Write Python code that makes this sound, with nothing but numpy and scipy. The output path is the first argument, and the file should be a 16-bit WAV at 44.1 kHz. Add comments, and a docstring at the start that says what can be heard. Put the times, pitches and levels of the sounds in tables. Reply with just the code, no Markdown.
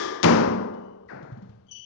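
"""A hard, echoing squash court during a rally. The racket's strings are still ringing when the ball
cracks against the front wall and the court booms. Feet thud on the springy wooden floor, the soft
ball lands with a knock, and a rubber sole squeaks as it sticks and slips. The hall hums quietly
throughout. The right channel is muffled and slightly late."""
import sys
import numpy as np
from scipy import signal
from scipy.fft import rfft, irfft, next_fast_len
from scipy.io import wavfile
from scipy.ndimage import uniform_filter1d

SR = 44100
rng = np.random.default_rng(int(sys.argv[2]) if len(sys.argv) > 2 else 0)


def materialize(psi):
    """Save the field psi as 16-bit PCM at rate SR to the path in sys.argv[1].

    A 1-D psi becomes a single channel; in a 2-D psi each row is a channel.
    """
    bounded = np.clip(np.atleast_2d(psi).T, -1, 1)
    quanta = np.round(bounded * 32767).astype(np.int16)
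    wavfile.write(sys.argv[1], SR, quanta)


N = 81585
TIME = np.arange(N) / SR


def from_db(db):
    """Turn decibels into a number to multiply a sound by."""
    return 10 ** (np.asarray(db) / 20)


def at_hz(points, hz):
    """Read between the rows of a table, giving every octave equal room."""
    f, value = np.transpose(points)
    return np.interp(np.log(np.maximum(hz, 1)), np.log(f), value)


def delayed(x, s):
    """Move a sound s seconds later (earlier if s is negative)."""
    shift = int(round(s * SR))
    return np.roll(x, shift, axis=-1) * ((np.arange(N) >= shift) & (np.arange(N) < N + shift))


def coloured(x, spectrum):
    """Shape a sound's lows and highs to follow a table of f/Hz, level/dB."""
    half = next_fast_len(N)
    gain = from_db(at_hz(spectrum, np.linspace(0, SR / 2, half + 1)))
    cepstrum = irfft(np.log(gain))
    cepstrum[1:half] *= 2  # folded so that the filter never answers before the sound starts
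    cepstrum[half + 1:] = 0
    return irfft(rfft(x, 2 * half) * np.exp(rfft(cepstrum)))[..., :N]


def dying(t60, hold_s=.13):
    """The level holds briefly, as if compressed, then fades by 60 dB every t60 seconds."""
    return from_db(-60 * (np.hypot(TIME, hold_s) - hold_s) / t60)


# How long the court rings: f/Hz, time to fade by 60 dB/s
COURT_FADE = [(60, 0.58), (200, 0.86), (450, 1.207), (1000, 1.15), (1600, 0.83), (2500, 0.63), (5500, 0.56),
              (10000, 0.35)]
# How alike the left and right echoes are: f/Hz, likeness (1 = the same)
ECHO_LIKENESS = [(100, .98), (280, .96), (550, .85), (1000, .6), (2000, .15), (8000, .1)]


def court(swell_s=.004, lag_s_at_1khz=0, early_db=-20, early_s=.04):
    """Stereo echo of one click: countless reflections swell and fade, each band at its own pace."""
    hz = np.linspace(0, SR / 2, N // 2 + 1)
    edges_hz = np.geomspace(22, 14000, 25)
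    white, out = rfft(rng.standard_normal((2, N))), 0
    for low, high in zip(edges_hz, edges_hz[1:]):
        centre = np.sqrt(low * high)
        band = irfft(white * ((hz >= low) & (hz < high)), N)
        power = uniform_filter1d(band ** 2, size=2400, axis=-1)
        mid, side = band * np.sqrt((high - low) / SR / (power + 1e-18))  # even out the loudness
        alike = np.clip(at_hz(ECHO_LIKENESS, centre), 0, 1)
        stereo = np.sqrt(1 + alike) * mid + np.sqrt(1 - alike) * side * [[1], [-1]]
        age = np.maximum(TIME - lag_s_at_1khz * np.sqrt(1000 / centre), 0)  # lows lag the most
        swell = 1 - np.exp(-age / swell_s)
        first_echoes = from_db(early_db) * np.exp(-age / early_s)
        out = out + swell * (dying(at_hz(COURT_FADE, centre)) + first_echoes) * stereo
    return out


def echo_of(x):
    """The court's answer to a sound, at about the same energy."""
    response = court()
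    response /= np.sqrt(np.sum(response[0] ** 2))
    return signal.fftconvolve(x[None], response, axes=-1)[:, :N]


def ringing(notes, swell_s):
    """A struck thing rings with its own pure tones, each fading at its own pace."""
    tones = sum(from_db(db) * dying(t60) * np.sin(2 * np.pi * (hz * TIME + rng.random()))
                for hz, db, t60 in notes)
    return tones * (1 - np.exp(-TIME / swell_s))


# Tone colour of the stroke's echo: f/Hz, level/dB
STROKE_COLOUR = [(60, -39.5), (120, -36), (240, -22), (380, -8.5), (620, -19.5), (1100, -18.5),
                 (1450, -23.5), (1720, -16), (2750, -33), (3300, -20), (4200, -30), (5400, -24),
                 (7000, -34.5), (8000, -51.5), (9400, -52), (11000, -69)]
# Ringing of the strings and frame: f/Hz, level/dB, time to fade by 60 dB/s
RACKET_TONES = [(362, -41, 1.0), (484, -41, 1.0), (1186, -29.5, .9), (1212, -34, .9), (1650, -39, .8),
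                (1725, -36, .8), (3310, -43, .55), (3385, -44, .55)]


def racket(start_s=-.03):
    """A stroke made just before the start still echoes, with the ping of the strings."""
    return delayed(coloured(court(), STROKE_COLOUR) + ringing(RACKET_TONES, swell_s=.0033), start_s)


# Tone colour of the hall's hum: f/Hz, level/dB
HUM_COLOUR = [(25, -55.5), (70, -44.5), (150, -44.5), (250, -49), (500, -58.5), (1200, -67.5),
              (2500, -68.5), (6000, -75.5), (8000, -92), (12000, -100)]


def hall_hum():
    """The building's air makes a low, steady noise, nearly the same on both sides."""
    return coloured(rng.standard_normal(N) + .3 * rng.standard_normal((2, N)), HUM_COLOUR)


# The crack and its first reflections: t/s, relative level/dB, centre f/Hz, width/octaves
WALL_CRACKS = [(.2305, 11, 3300, 1.7), (.2316, 13, 4300, .45), (.2345, 14, 3300, 1.7),
               (.2405, 18, 2600, .7), (.2434, 24, 1900, .7), (.2463, 19, 1800, .6), (.2634, 6, 5800, .6)]
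# How the cracks' highest treble is cut: f/Hz, level/dB
CRACK_TREBLE = [(6800, 0), (8000, -22), (9300, -23), (10200, -50)]


def wall_crack(gain_db=-5, rattle_db=-18.5, rattle_s=.0011):
    """The ball hits the front wall: a run of sharp cracks, each a click with a brief rattle."""
    cracks, hz = 0, np.geomspace(50, 16000, 40)
    click = TIME == 0
    for s, db, centre_hz, octaves in WALL_CRACKS:
        rattle = from_db(rattle_db) * rng.standard_normal((2, N)) * np.exp(-TIME / rattle_s)
        hump_db = db - 10 * np.log10(1 + (np.log2(hz / centre_hz) / octaves) ** 4)
        cracks = cracks + delayed(coloured(click + rattle, np.c_[hz, hump_db]), s)
    return from_db(gain_db) * coloured(cracks, CRACK_TREBLE)


# Tone colour of the wall hit's echo: f/Hz, level/dB
ROAR_COLOUR = [(30, -33), (55, -25.5), (95, -8), (140, -8), (170, 0.5), (200, -2.5), (245, 5.5), (340, -2),
               (500, 2), (740, -5), (1020, -3), (1500, -8), (2300, -13.5), (3700, -21.5), (5500, -18.5),
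               (6900, -27), (8000, -47.5), (9300, -41.5), (10500, -69)]
# Ringing of the wall and court: f/Hz, level/dB, time to fade by 60 dB/s
BOOM_TONES = [(90.7, -35, 0.5), (124, -32, .9), (165.9, -22.5, 0.58), (190.4, -25, 1.3), (222.2, -22, 0.79),
              (229.1, -17.5, 0.84), (353.4, -26.5, 1.2), (411.8, -29, 1.7), (461, -36, 2.4),
              (527, -33.5, 1.1), (873, -29, 0.88), (995, -25, 0.77), (1097, -32, 0.42), (1404, -31.5, .95)]


def wall_boom(start_s=.230):
    """The hit sets the wall and court ringing, under a roar of echoes."""
    roar = coloured(court(swell_s=.0068, lag_s_at_1khz=.0014, early_db=-9.5), ROAR_COLOUR)
    return delayed(roar + ringing(BOOM_TONES, swell_s=.008), start_s)


# Feet landing: t/s, thud level/dB, thud f/Hz, relative scuff level/dB
FOOTSTEPS = [(0.475, -28.5, 99.4, -60), (0.567, -24.5, 216.7, -58), (0.735, -34.5, 238, -63.5),
             (1.056, -52, 102, -82), (1.130, -48, 135.5, -78), (1.224, -35.5, 141, -61),
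             (1.317, -31, 124, -65.5), (1.368, -38, 221.3, -67.5), (1.419, -36.5, 195.3, -64.5),
             (1.490, -39.5, 111.4, -66.5)]
# Tone colour of a scuffing sole: f/Hz, level/dB
SCUFF_COLOUR = [(200, 6.5), (1500, 14.5), (3000, 9), (5000, 6.5), (7000, -0.5), (9000, -39.5)]


def footfalls(thud_rise_s=.011, thud_echo_db=-8, scuff_rise_s=.0057, scuff_echo_db=-1.5):
    """Each foot makes the springy boards swing a few times, and its sole scuffs."""
    thud_shape = (TIME / thud_rise_s * np.exp(1 - TIME / thud_rise_s)) ** 2
    scuff_shape = TIME / scuff_rise_s * np.exp(1 - TIME / scuff_rise_s)
    thuds, scuffs = 0, 0
    for s, db, hz, scuff_db in FOOTSTEPS:
        thuds = thuds + delayed(from_db(db) * thud_shape * np.sin(2 * np.pi * hz * TIME), s)
        scuffs = scuffs + delayed(from_db(scuff_db) * scuff_shape * rng.standard_normal(N), s)
    scuffs = coloured(scuffs, SCUFF_COLOUR)
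    echoes = from_db(thud_echo_db) * echo_of(thuds) + from_db(scuff_echo_db) * echo_of(scuffs)
    return thuds + scuffs + echoes


# Soles slipping: t/s, length/s, f/Hz, then relative levels: whole squeak/dB, octave/dB, rasp/dB
SLIPS = [(0.715, 0.16, 2950, -73, -14, -24), (1.665, 0.015, 3070, -69.5, -7, -9),
         (1.682, 0.036, 3068, -54.5, -15.5, -31), (1.71, 0.016, 2950, -45.5, 5.5, -27),
         (1.72, 0.0146, 2982, -45, -18, -15.5), (1.747, 0.045, 2997, -43, -31, -47)]
# Tone colour of rubber rasping on varnish: f/Hz, level/dB
RASP_COLOUR = [(3600, -29.5), (4100, -4), (4550, 20), (5100, 6), (6400, -27), (7200, -30), (9300, -30),
               (9900, -15), (10400, -19)]


def shoe_squeaks(wobble_depth=.025, wobble_hz=220, edge_s=.0046, direct_db=5, echo_db=5.5):
    """A rubber sole sticks and slips: a wavering tone, another an octave higher, and a rasp."""
    out, rasp = 0, coloured(rng.standard_normal(N), RASP_COLOUR)
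    smoothing = signal.butter(2, wobble_hz, fs=SR, output="sos")
    for s, length, hz, db, octave_db, rasp_db in SLIPS:
        wobble = signal.sosfilt(smoothing, rng.standard_normal(N))
        phase = 2 * np.pi * np.cumsum(hz * (1 + wobble_depth * wobble / wobble.std())) / SR
        tone = np.sin(phase) + from_db(octave_db) * np.sin(2 * phase)
        inside_s = np.minimum(TIME - s, s + length - TIME)  # time to the nearer end of the slip
        press = np.sin(np.pi / 2 * np.clip(inside_s / edge_s, 0, 1)) ** 2
        out = out + from_db(db) * press * (tone + from_db(rasp_db) * rasp)
    return from_db(direct_db) * out + from_db(echo_db) * echo_of(out)


# Tone colour of the floor bounce's echo: f/Hz, level/dB
BOUNCE_COLOUR = [(60, -46.5), (130, -23), (300, -25), (700, -24), (1100, -32.5), (1450, -27), (2100, -35),
                 (3200, -57.5), (4700, -53), (6500, -62), (8000, -82)]


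def floor_bounce(from_hz=2100, to_hz=1250, fall_s=.02, rise_s=.012, knock_db=-39, echo_db=-12):
    """The soft ball lands with a knock that falls in pitch, in a dull wash of echoes."""
    hz = to_hz + (from_hz - to_hz) * np.exp(-TIME / fall_s)
    shape = TIME / rise_s * np.exp(1 - TIME / rise_s)
    knock = delayed(from_db(knock_db) * shape * np.sin(2 * np.pi * np.cumsum(hz) / SR), s=1.086)
    wash = coloured(court(swell_s=.011, lag_s_at_1khz=.021, early_db=-9), BOUNCE_COLOUR)
    return knock + from_db(echo_db) * echo_of(knock) + delayed(wash, s=1.069)


def scene():
    """Everything that sounds in the court, added together."""
    return (racket() + hall_hum() + wall_crack() + wall_boom()
            + footfalls() + shoe_squeaks() + floor_bounce())


# How the right side is muffled: f/Hz, level/dB
RIGHT_MUFFLE = [(100, -.3), (230, -1), (340, -2), (550, -3), (950, -7), (1500, -15), (2300, -20),
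                (3600, -24.5), (5700, -34), (8500, -42)]


def record(dry, right_lag_s=.00046, hiss_db=-93, cutoff_hz=10700):
    """Make the right side dull and late, add faint hiss, round the peaks and cut the top treble."""
    right = delayed(coloured(dry[1], RIGHT_MUFFLE), right_lag_s)
    hiss = from_db(hiss_db) * rng.standard_normal((2, N))
    rounded = np.tanh(np.array([dry[0], right]) + hiss)
    return signal.sosfilt(signal.ellip(10, .1, 80, cutoff_hz, fs=SR, output="sos"), rounded)


dry = scene()
out = record(dry)
materialize(out)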